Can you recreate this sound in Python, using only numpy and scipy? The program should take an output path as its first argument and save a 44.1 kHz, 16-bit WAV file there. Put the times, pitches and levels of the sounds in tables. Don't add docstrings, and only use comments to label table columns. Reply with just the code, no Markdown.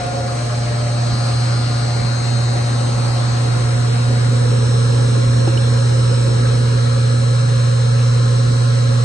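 import sys
import numpy as np
from scipy import signal
from scipy.fft import rfft, irfft, next_fast_len
from scipy.io import wavfile
from scipy.ndimage import uniform_filter1d, map_coordinates

SR = 44100
rng = np.random.default_rng(int(sys.argv[2]) if len(sys.argv) > 2 else 0)


def amp(db):
    return 10 ** (np.asarray(db, float) / 20)


def write(x):
    x = np.atleast_2d(x).T
    wavfile.write(sys.argv[1], SR, np.round(np.clip(x, -1, 1) * 32767).astype(np.int16))


N = 398663
LONG = next_fast_len(N + SR // 2)
KNOTS = 512
KNOT_S = np.arange(KNOTS) * LONG / SR / KNOTS
BALL_HZ, SHAFT_HZ = 319.39, 59.08


def unit(x):
    return x / np.sqrt(np.mean(np.abs(x) ** 2) + 1e-20)


def along(points, hz):
    f, v = np.transpose(points)
    return np.interp(np.log(hz + 1), np.log(f + 1), v)


def curves(rows, x):
    first, *cols = np.transpose(rows)
    return [np.interp(x, first, c) for c in cols]


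def wobble(rate, t):
    return map_coordinates(rng.standard_normal(400), [t * rate])


def panned(x, pan_db):
    return x * amp(np.array([pan_db / 2, -pan_db / 2]))


def place(t):
    # t/s, place (0 afar, 1 striding, 2 arriving, 3 window, 4 sinking, 5 tray, 6 settled)
    way = [(0, 0), (.27, 0.1), (.4, 1), (.92, 1), (1.15, 2), (1.85, 2), (2.15, 3), (3.3, 3), (3.7, 4),
           (4.2, 4), (4.65, 5), (6.3, 5), (7.2, 6), (9.04, 6)]
    return curves(way, t)[0]


def nearness(k, t):
    return np.clip(1 - np.abs(place(t) - k), 0, 1)


def low_down(t):
    return np.clip((place(t) - 3) / 2, 0, 1)


def travelled(hz, heard):
    near = nearness(np.arange(len(heard))[:, None], KNOT_S)
    left_db, right_db, lead = np.transpose(heard, (2, 1, 0))
    return zip(hz, left_db @ near, right_db @ near, np.angle(np.exp(1j * lead) @ near))


def tones(table, gain, wander_db, rate, rough):
    t = KNOT_S
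    spectrum = np.zeros((2, LONG // 2 + 1), complex)
    offsets = np.fft.fftfreq(KNOTS, 1 / KNOTS).astype(int)
    sooner_s = 0.7 * np.clip(t, 0.15, 0.65) / 343
    for hz, left_db, right_db, lead in table:
        flutter = rough * (wobble(17, t) + 1j * wobble(17, t))
        turns = rng.random() + hz * sooner_s
        common = gain(t) * (1 + flutter) * np.exp(2j * np.pi * turns + 0.5j * wobble(rate, t))
        for port, (db, turn) in enumerate([(left_db, lead), (right_db, 0)]):
            swell = amp(db + wander_db * wobble(rate, t)) * np.exp(1j * turn)
            line = np.fft.fft(common * swell) * LONG / KNOTS / np.sqrt(2)
            spectrum[port, round(hz * LONG / SR) + offsets] += line
    return irfft(spectrum, LONG)[:, :N]


def rush(mid, side, lean, band, patchy_db):
    z = signal.stft(rng.standard_normal((2, N + SR // 2)), nperseg=512)[2]
    field = uniform_filter1d(rng.standard_normal(z.shape[1:]), size=5, axis=0)
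    field = uniform_filter1d(field, size=12, axis=1)
    pair = unit(signal.istft(z * amp(patchy_db * unit(field)), nperseg=512)[1])
    hz = np.fft.rfftfreq(LONG, 1 / SR)
    a, b = rfft(pair, LONG)
    pull = np.clip(along(lean, hz), -0.95, 0.95)
    shared = a * amp(along(mid, hz))
    differing = (pull * a + np.sqrt(1 - pull ** 2) * b) * amp(along(side, hz))
    ports = np.array([shared + differing, shared - differing])
    return irfft(ports * band(hz) * np.sqrt(SR / 2), LONG)[:, :N]


def rings(table, glide, attack):
    out = np.zeros((2, N))
    t = np.arange(SR // 4) / SR
    for s, db, hz, t60, pan_db in table:
        tone = np.sin(2 * np.pi * hz * (t + glide * 50 * t ** 2))
        tone *= (1 - np.exp(-t / attack)) * amp(db - 60 * t / t60)
        out[:, round(s * SR):][:, :len(t)] += panned(tone, np.array([pan_db]))
    return out


def hum():
    # t/s, level/dB, left-right/dB
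    hum_level = [(0.06, -25.5, -0.5), (0.48, -19.5, -0.5), (1.52, -16, -1.5), (1.67, -17.5, -1),
                 (2.09, -17, -1), (2.24, -18, -2.0), (2.36, -15.5, -2), (2.68, -16.5, -0.5),
                 (3.0, -16.5, -2.0), (4.71, -13.5, -2.0), (6.15, -13.5, -2), (7.78, -13.5, -2.0),
                 (8.08, -12.5, -1.5), (8.95, -13.5, -2.5)]
    t = np.arange(N) / SR
    db, pan_db = curves(hum_level, t)
    drift_rad = 0.36 * wobble(0.52, t) + 0.032 * wobble(7.2, t)
    tone = -np.sqrt(2) * np.sin(2 * np.pi * 119.9 * t + drift_rad)
    return panned(tone * amp(db + 0.27 * wobble(11, t)), pan_db)


def drone():
    drone_hz = [239.8, 446.8, 528, 543.5, 578.5, 709.2, 719.4, 813.1, 931.3, 1120, 1217, 1417.8, 1638,
                1685.5]
    # left/dB, right/dB, left lead/rad
    afar = [(-39.0, -39.0, 0.3), (-43.0, -40.0, -1.1), (-41.0, -46.0, 0.2), (-32.0, -36.0, 0.2),
            (-46.0, -43.0, -1.1), (-41.0, -26.0, 1.4), (-35.0, -38.0, -0.9), (-38.0, -33.0, -3.0),
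            (-52.0, -53.0, -2.2), (-53.0, -52.0, 2.2), (-57.0, -50.0, 1.2), (-41.0, -43.0, 1.9),
            (-49.0, -55.0, 0.8), (-47.0, -56.0, 1.6)]
    striding = [(-39.0, -39.0, 0.3), (-39.0, -49.0, 1.6), (-43.0, -50.0, 2.0), (-54.0, -56.0, 0.1),
                (-43.0, -52.0, -2.3), (-36.0, -39.0, -1.5), (-39.0, -45.0, 2.8), (-42.0, -42.0, 2.3),
                (-54.0, -52.0, -1.2), (-57.0, -54.0, -0.1), (-51.0, -49.0, -0.2), (-44.0, -46.0, -3.1),
                (-49.0, -56.0, 2.7), (-49.0, -57.0, 0.2)]
    arriving = [(-38.0, -37.0, 0.1), (-50.0, -59.0, -2.3), (-50.0, -54.0, -1.3), (-48.0, -48.0, -0.7),
                (-40.0, -41.0, 2.0), (-42.0, -44.0, 0.0), (-36.0, -46.0, 2.0), (-43.0, -40.0, -1.6),
                (-51.0, -52.0, 0.5), (-57.0, -52.0, 2.1), (-42.0, -48.0, -0.3), (-43.0, -42.0, 0.8),
                (-49.0, -53.0, -3.0), (-52.0, -53.0, -0.7)]
    window = [(-36.0, -37.0, 0.0), (-48.0, -50.0, -2.8), (-46.0, -47.0, -2.8), (-43.0, -43.0, -0.7),
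              (-39.0, -38.0, 2.0), (-51.0, -48.0, -1.4), (-38.0, -47.0, 1.2), (-42.0, -46.0, -1.0),
              (-46.0, -54.0, 0.3), (-49.0, -52.0, 0.4), (-48.0, -52.0, 3.1), (-45.0, -53.0, 2.1),
              (-47.0, -54.0, 2.9), (-53.0, -53.0, 2.8)]
    sinking = [(-36.0, -36.0, -0.0), (-48.0, -49.0, -0.0), (-46.0, -46.0, 1.3), (-40.0, -42.0, 2.6),
               (-47.0, -41.0, -2.1), (-42.0, -38.0, -2.2), (-37.0, -42.0, -2.0), (-49.0, -54.0, 2.6),
               (-53.0, -55.0, -0.6), (-48.0, -53.0, -2.0), (-53.0, -51.0, 1.0), (-43.0, -43.0, 2.4),
               (-46.0, -56.0, -2.7), (-47.0, -53.0, -2.8)]
    tray = [(-35.0, -36.0, -0.2), (-38.0, -41.0, -0.1), (-44.0, -40.0, 1.5), (-38.0, -34.0, 1.9),
            (-39.0, -39.0, 3.0), (-40.0, -39.0, 3.0), (-41.0, -41.0, -3.0), (-50.0, -55.0, -1.6),
            (-55.0, -56.0, -0.5), (-58.0, -57.0, -0.2), (-52.0, -55.0, -1.2), (-41.0, -48.0, 2.6),
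            (-47.0, -50.0, 0.4), (-48.0, -56.0, 0.4)]
    settled = [(-36.0, -35.0, -0.1), (-43.0, -45.0, -0.3), (-42.0, -39.0, 1.2), (-37.0, -33.0, 1.9),
               (-39.0, -38.0, -3.1), (-42.0, -40.0, 3.0), (-42.0, -42.0, -2.8), (-49.0, -55.0, -0.3),
               (-57.0, -57.0, -0.1), (-54.0, -55.0, 2.9), (-55.0, -53.0, -0.8), (-40.0, -45.0, 2.9),
               (-47.0, -58.0, -0.4), (-46.0, -54.0, 0.7)]
    # f/Hz,
    # left/dB, right/dB, left lead/rad
    frame_all = [(49, -41, -44.5, 0), (84.2, -42, -43.5, 0.1), (144.7, -40, -38.5, -0.5),
                 (212.3, -52, -44.5, 1), (258.2, -44.5, -48, 1), (1051, -50, -46, -2.5),
                 (1309, -45, -50.5, 0.8)]
    frame_tray = [(431, -50, -47.5, 0.5), (470, -39.5, -42.5, 1.5), (492.6, -42.5, -43.5, 1.4),
                  (554.6, -44.5, -42, 1), (590, -47.5, -46.5, 2.3), (618, -53, -53, 3),
                  (1067, -50.5, -49, 1.1), (1150, -46.5, -49.5, 3), (1287, -52.5, -52, 0.4),
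                  (1322, -52, -54, -0.5), (1338, -51.5, -52, 1.1), (1480, -52, -49, 2),
                  (1661, -49, -50, 2.2), (1735, -53.5, -55, 1.5)]
    rows = travelled(drone_hz, [afar, striding, arriving, window, sinking, tray, settled])
    lines = amp(-0.1) * tones(rows, np.ones_like, wander_db=1.56, rate=1.593, rough=0.16)
    frame = tones(frame_all, np.ones_like, wander_db=2.5, rate=1.497, rough=0.36)
    frame += tones(frame_tray, low_down, wander_db=2.0, rate=3.5, rough=0.45)
    return lines + frame


def panels():
    # f/Hz, left/dB, right/dB, left lead/rad
    boom_afar = [(531, -35, -36, .2), (549, -31, -33, .1), (703, -35, -36, .3), (722, -37, -38, 0)]
    boom_striding = [(592, -38, -39, .3), (612, -43, -44, 0), (695, -42, -43, 0), (835, -47, -47, 0)]
    mirrored = [(4093, -44, -49, .5), (4211, -41, -46, .5)]

    def passing(t):
        return np.exp(-((t - 0.43) / 0.06) ** 2)

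    glint = tones(mirrored, passing, wander_db=0, rate=1, rough=0.05)
    far = tones(boom_afar, lambda t: nearness(0, t), wander_db=1, rate=4, rough=0.35)
    stride = tones(boom_striding, lambda t: nearness(1, t), wander_db=1.5, rate=3, rough=0.4)
    return glint + far + stride


def whine():
    # ball overtone, shaft sideband, level/dB
    strong = [(12, -1, -50.1), (14, -11, -51.9), (12, 1, -48.7), (14, -9, -53.3), (14, -7, -52.8),
              (13, -1, -45.0), (13, 0, -49.1), (14, -5, -50.1), (13, 1, -41.5), (14, -1, -52.0),
              (14, 1, -48.0), (15, -1, -55.7), (15, 1, -46.8), (16, 1, -52.3), (17, -1, -49.2),
              (17, 1, -47.7), (18, 1, -55.6), (19, 1, -51.9), (19, 2, -57.3), (20, -1, -54.2),
              (20, 1, -51.1), (21, -1, -55.9), (22, 2, -60.2), (24, 2, -57.4), (25, -2, -55.7),
              (25, 2, -50.5), (26, 2, -50.8), (27, 2, -51.8), (28, 2, -55.7), (29, 2, -59.3)]
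    faint = [(7, 1, -55), (9, -1, -59), (9, 1, -58), (10, -1, -58), (10, 1, -58), (11, 1, -59),
             (12, 3, -57), (13, -5, -57), (12, 5, -56), (14, 2, -58), (20, 2, -60), (27, -2, -61),
             (30, 0, -64), (30, 2, -67), (25, 1, -60), (28, -1, -63)]
    # f/Hz, left/dB, right/dB, left lead/rad
    afar = [(2300.0, -3.0, -5.0, 1.5), (3850.0, -1.0, 0.0, 2.0), (4170.0, -4.0, -11.0, 1.5),
            (4500.0, -4.0, -4.0, 0.8), (4830.0, -2.0, -6.0, 1.4), (5430.0, 2.0, -3.0, 1.8),
            (6400.0, -4.0, -2.0, 0.8), (8400.0, -7.0, -6.0, 0.4)]
    striding = [(2300.0, 3.0, -1.0, 0.4), (3850.0, -2.0, -6.0, 1.5), (4170.0, 1.0, -7.0, 1.6),
                (4500.0, -0.0, -1.0, 1.2), (4830.0, -6.0, -2.0, 1.4), (5430.0, -0.0, 0.0, 1.9),
                (6400.0, -7.0, -2.0, 0.8), (8400.0, -4.0, -4.0, 0.4)]
    arriving = [(2300.0, 5.0, -4.0, 0.9), (3850.0, 1.0, -1.0, 1.7), (4170.0, 3.0, -2.0, 1.2),
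                (4500.0, 6.0, 2.0, 0.7), (4830.0, 7.0, 1.0, 1.5), (5430.0, -1.0, -0.0, 1.5),
                (6400.0, -1.0, -1.0, 0.5), (8400.0, -2.0, -2.0, 0.3)]
    window = [(2300.0, 1.0, -10.0, 1.4), (3850.0, 2.0, -3.0, 1.5), (4170.0, 3.0, -4.0, 1.6),
              (4500.0, 2.0, -3.0, 0.9), (4830.0, -1.0, -4.0, 1.8), (5430.0, -6.0, -2.0, 1.7),
              (6400.0, -1.0, 2.0, 0.6), (8400.0, -2.0, -2.0, 0.3)]
    sinking = [(2300.0, 1.0, -6.0, 2.2), (3850.0, 2.0, -3.0, 1.4), (4170.0, -3.0, -4.0, 1.7),
               (4500.0, -6.0, -8.0, 1.5), (4830.0, -8.0, -5.0, 2.1), (5430.0, 0.0, -4.0, 2.2),
               (6400.0, -5.0, -3.0, 1.2), (8400.0, 1.0, -0.0, 0.3)]
    tray = [(2300.0, 5.0, -9.0, 2.3), (3850.0, 1.0, -2.0, 1.4), (4170.0, 2.0, -4.0, 0.9),
            (4500.0, -1.0, 0.0, 2.8), (4830.0, -9.0, -1.0, 0.6), (5430.0, 3.0, 3.0, 1.0),
            (6400.0, -3.0, 0.0, 0.6), (8400.0, 3.0, 3.0, 0.2)]
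    settled = [(2300.0, 3.0, -4.0, 2.4), (3850.0, 0.0, -3.0, 1.0), (4170.0, 2.0, -3.0, 0.8),
               (4500.0, -12.0, 1.0, 1.8), (4830.0, -5.0, -4.0, 0.5), (5430.0, 1.0, -1.0, 1.7),
               (6400.0, -5.0, 1.0, 1.0), (8400.0, 1.0, 0.0, 0.3)]
    overtone, sideband, db = np.transpose(strong + faint)
    hz = overtone * BALL_HZ + sideband * SHAFT_HZ
    heard = []
    for passage in [afar, striding, arriving, window, sinking, tray, settled]:
        left_db, right_db, lead = curves(passage, hz)
        lead += 0.25 * rng.standard_normal(len(hz)) * (hz < 5600)
        lead += 0.95 * np.clip(hz - 7550, 0, None) / 1000
        heard.append(np.transpose([db + left_db, db + right_db, lead]))
    return amp(0.4) * tones(travelled(hz, heard), np.ones_like, wander_db=2.8, rate=2.2, rough=0.07)


def casing():
    # f/Hz, level/dB per Hz
    rumble_window = [(26, -77), (64, -55), (139, -55.5), (172, -57), (339, -58.5), (387, -63), (586, -57.5),
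                     (629, -64.5), (672, -65), (715, -58.5), (785, -65), (823, -65), (877, -66.5),
                     (995, -69.5)]
    rumble_window_side = [(26, -86), (123, -57.5), (188, -69.5), (322, -65.5), (403, -61.5), (565, -55.5),
                          (581, -56.5), (602, -63), (662, -63), (710, -57.5), (780, -61.5), (818, -63.5),
                          (888, -74.5), (995, -64.5)]
    rumble_tray = [(26, -64.5), (43, -56.5), (145, -51), (177, -54.5), (247, -52), (328, -58), (414, -57.5),
                   (538, -53.5), (662, -76.5), (710, -66.5), (753, -74), (823, -65.5), (915, -69),
                   (995, -62.5)]
    rumble_tray_side = [(26, -78), (102, -57.5), (139, -58.5), (183, -76), (247, -62), (301, -59),
                        (398, -62), (543, -51), (629, -63.5), (683, -62.5), (715, -61), (740, -64.5),
                        (780, -68), (995, -71)]
    hiss_window = [(1001, -63), (3482, -76), (4155, -71), (4333, -75), (4495, -73), (4984, -75.5),
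                   (5905, -76.5), (6449, -73.5), (6879, -81), (8107, -72), (8769, -77.5), (9183, -80.5),
                   (9700, -81), (9899, -92)]
    hiss_window_side = [(1001, -66.5), (1335, -64.5), (3482, -78.5), (4166, -69), (4984, -73), (5490, -81),
                        (6459, -76), (6761, -85), (7735, -83.5), (8139, -81.5), (8618, -93.5),
                        (8753, -84.5), (9426, -74.5), (9899, -86)]
    hiss_tray = [(1001, -66.5), (1318, -66), (2110, -73.5), (3509, -76), (4145, -71.5), (4700, -80),
                 (5000, -79), (5400, -74), (5850, -79.5), (6250, -76), (6890, -79.5), (8300, -73.5),
                 (9550, -83.5), (9899, -92)]
    hiss_tray_side = [(1001, -69), (1335, -67), (2713, -76), (4107, -71.5), (4656, -83.5), (5485, -72),
                      (5932, -84.5), (6443, -76.5), (6659, -97), (7703, -93.0), (7816, -84), (8441, -84),
                      (8914, -81.5), (9899, -81)]
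    # f/Hz, pull to the left (-1..1)
    lean_window = [(60, -.2), (190, 0), (400, 0.22), (1000, .15), (1800, 0.4), (5500, 0.41), (8000, 0.16)]
    lean_tray = [(60, -.2), (190, -.1), (330, .1), (570, -0.21), (1000, 0.3), (3000, 0.2), (5500, -0.033),
                 (8000, 0.047)]
    # place, rumble/dB, hiss/dB
    louder = [(0, -0.5, -2), (1, -1.7, -0.5), (2, 0, -0.1), (3, 0.7, 0.26), (4, -1, 0), (5, -0.5, 0),
              (6, -5, -.6)]
    split_hz = 1000

    def low(hz):
        return hz < split_hz

    def high(hz):
        gaps_db = 2 - 6.5 * np.sin(np.pi * hz / BALL_HZ) ** 6
        gaps = amp(gaps_db * (hz > 4600) * (hz < 6700))
        return gaps * (hz >= split_hz) * (hz < 10400)

    t = np.arange(N) / SR
    rumble_db, hiss_db = curves(louder, place(t))
    at_tray = np.sqrt(low_down(t))
    at_window = np.sqrt(1 - low_down(t))
    rumble = at_window * rush(rumble_window, rumble_window_side, lean_window, low, patchy_db=1.5)
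    rumble += at_tray * rush(rumble_tray, rumble_tray_side, lean_tray, low, patchy_db=2.0)
    hiss = at_window * rush(hiss_window, hiss_window_side, lean_window, high, patchy_db=1.83)
    hiss += at_tray * rush(hiss_tray, hiss_tray_side, lean_tray, high, patchy_db=1.54)
    shaft = amp(0.12 * np.sin(2 * np.pi * SHAFT_HZ * t))
    return amp(rumble_db) * rumble + amp(hiss_db) * shaft * hiss


def peel():
    # t/s, peak level/dB, f/Hz, 60 dB decay/s, left-right/dB
    bin_modes = [
        (5.4728, -16, 540, .045, -2),
        (5.4768, -12, 335, .1, -1.5),
        (5.476, -19.5, 800, .025, -3),
        (5.476, -27, 1600, .02, -5),
        (5.477, -27, 5200, .025, -8),
    ]
    return rings(bin_modes, glide=-0.017, attack=0.00035)


def drip():
    # t/s, peak level/dB, start f/Hz, 60 dB decay/s, left-right/dB
    bubbles = [
        (5.5745, -11, 2900, 0.021, -8),
    ]
    return rings(bubbles, glide=0.063, attack=0.0029)


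def scene():
    return hum() + drone() + panels() + whine() + casing() + peel() + drip()


def thrifty(dry):
    # f/Hz, level/dB
    masked = [(250, -30), (720, -11.3), (880, -15), (1500, -9), (2300, -5), (3300, -3.6), (4100, -8),
              (4500, -5), (5000, -3.2), (6000, -4), (7000, -4.5), (8000, -5), (9300, -2.5)]
    hz, _, z = signal.stft([dry[0] + dry[1], dry[0] - dry[1]], SR, nperseg=2048)
    power = np.abs(z) ** 2
    around = uniform_filter1d(power.mean(axis=0), size=37, axis=0)
    around = uniform_filter1d(around, size=5, axis=1)
    here = uniform_filter1d(uniform_filter1d(power, size=4, axis=1), size=2, axis=2)
    z *= here > around * amp(2 * along(masked, hz))[:, None]
    z[1, (hz > 6750) & (hz < 7750)] = 0
    mid, side = signal.istft(z, SR, nperseg=2048)[1][:, :N] / 2
    return np.array([mid + side, mid - side])


def low_pass(x):
    return signal.sosfilt(signal.butter(12, 10210, fs=SR, output="sos"), x)


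def record(dry):
    return low_pass(thrifty(dry))


dry = scene()
out = record(dry)
write(out)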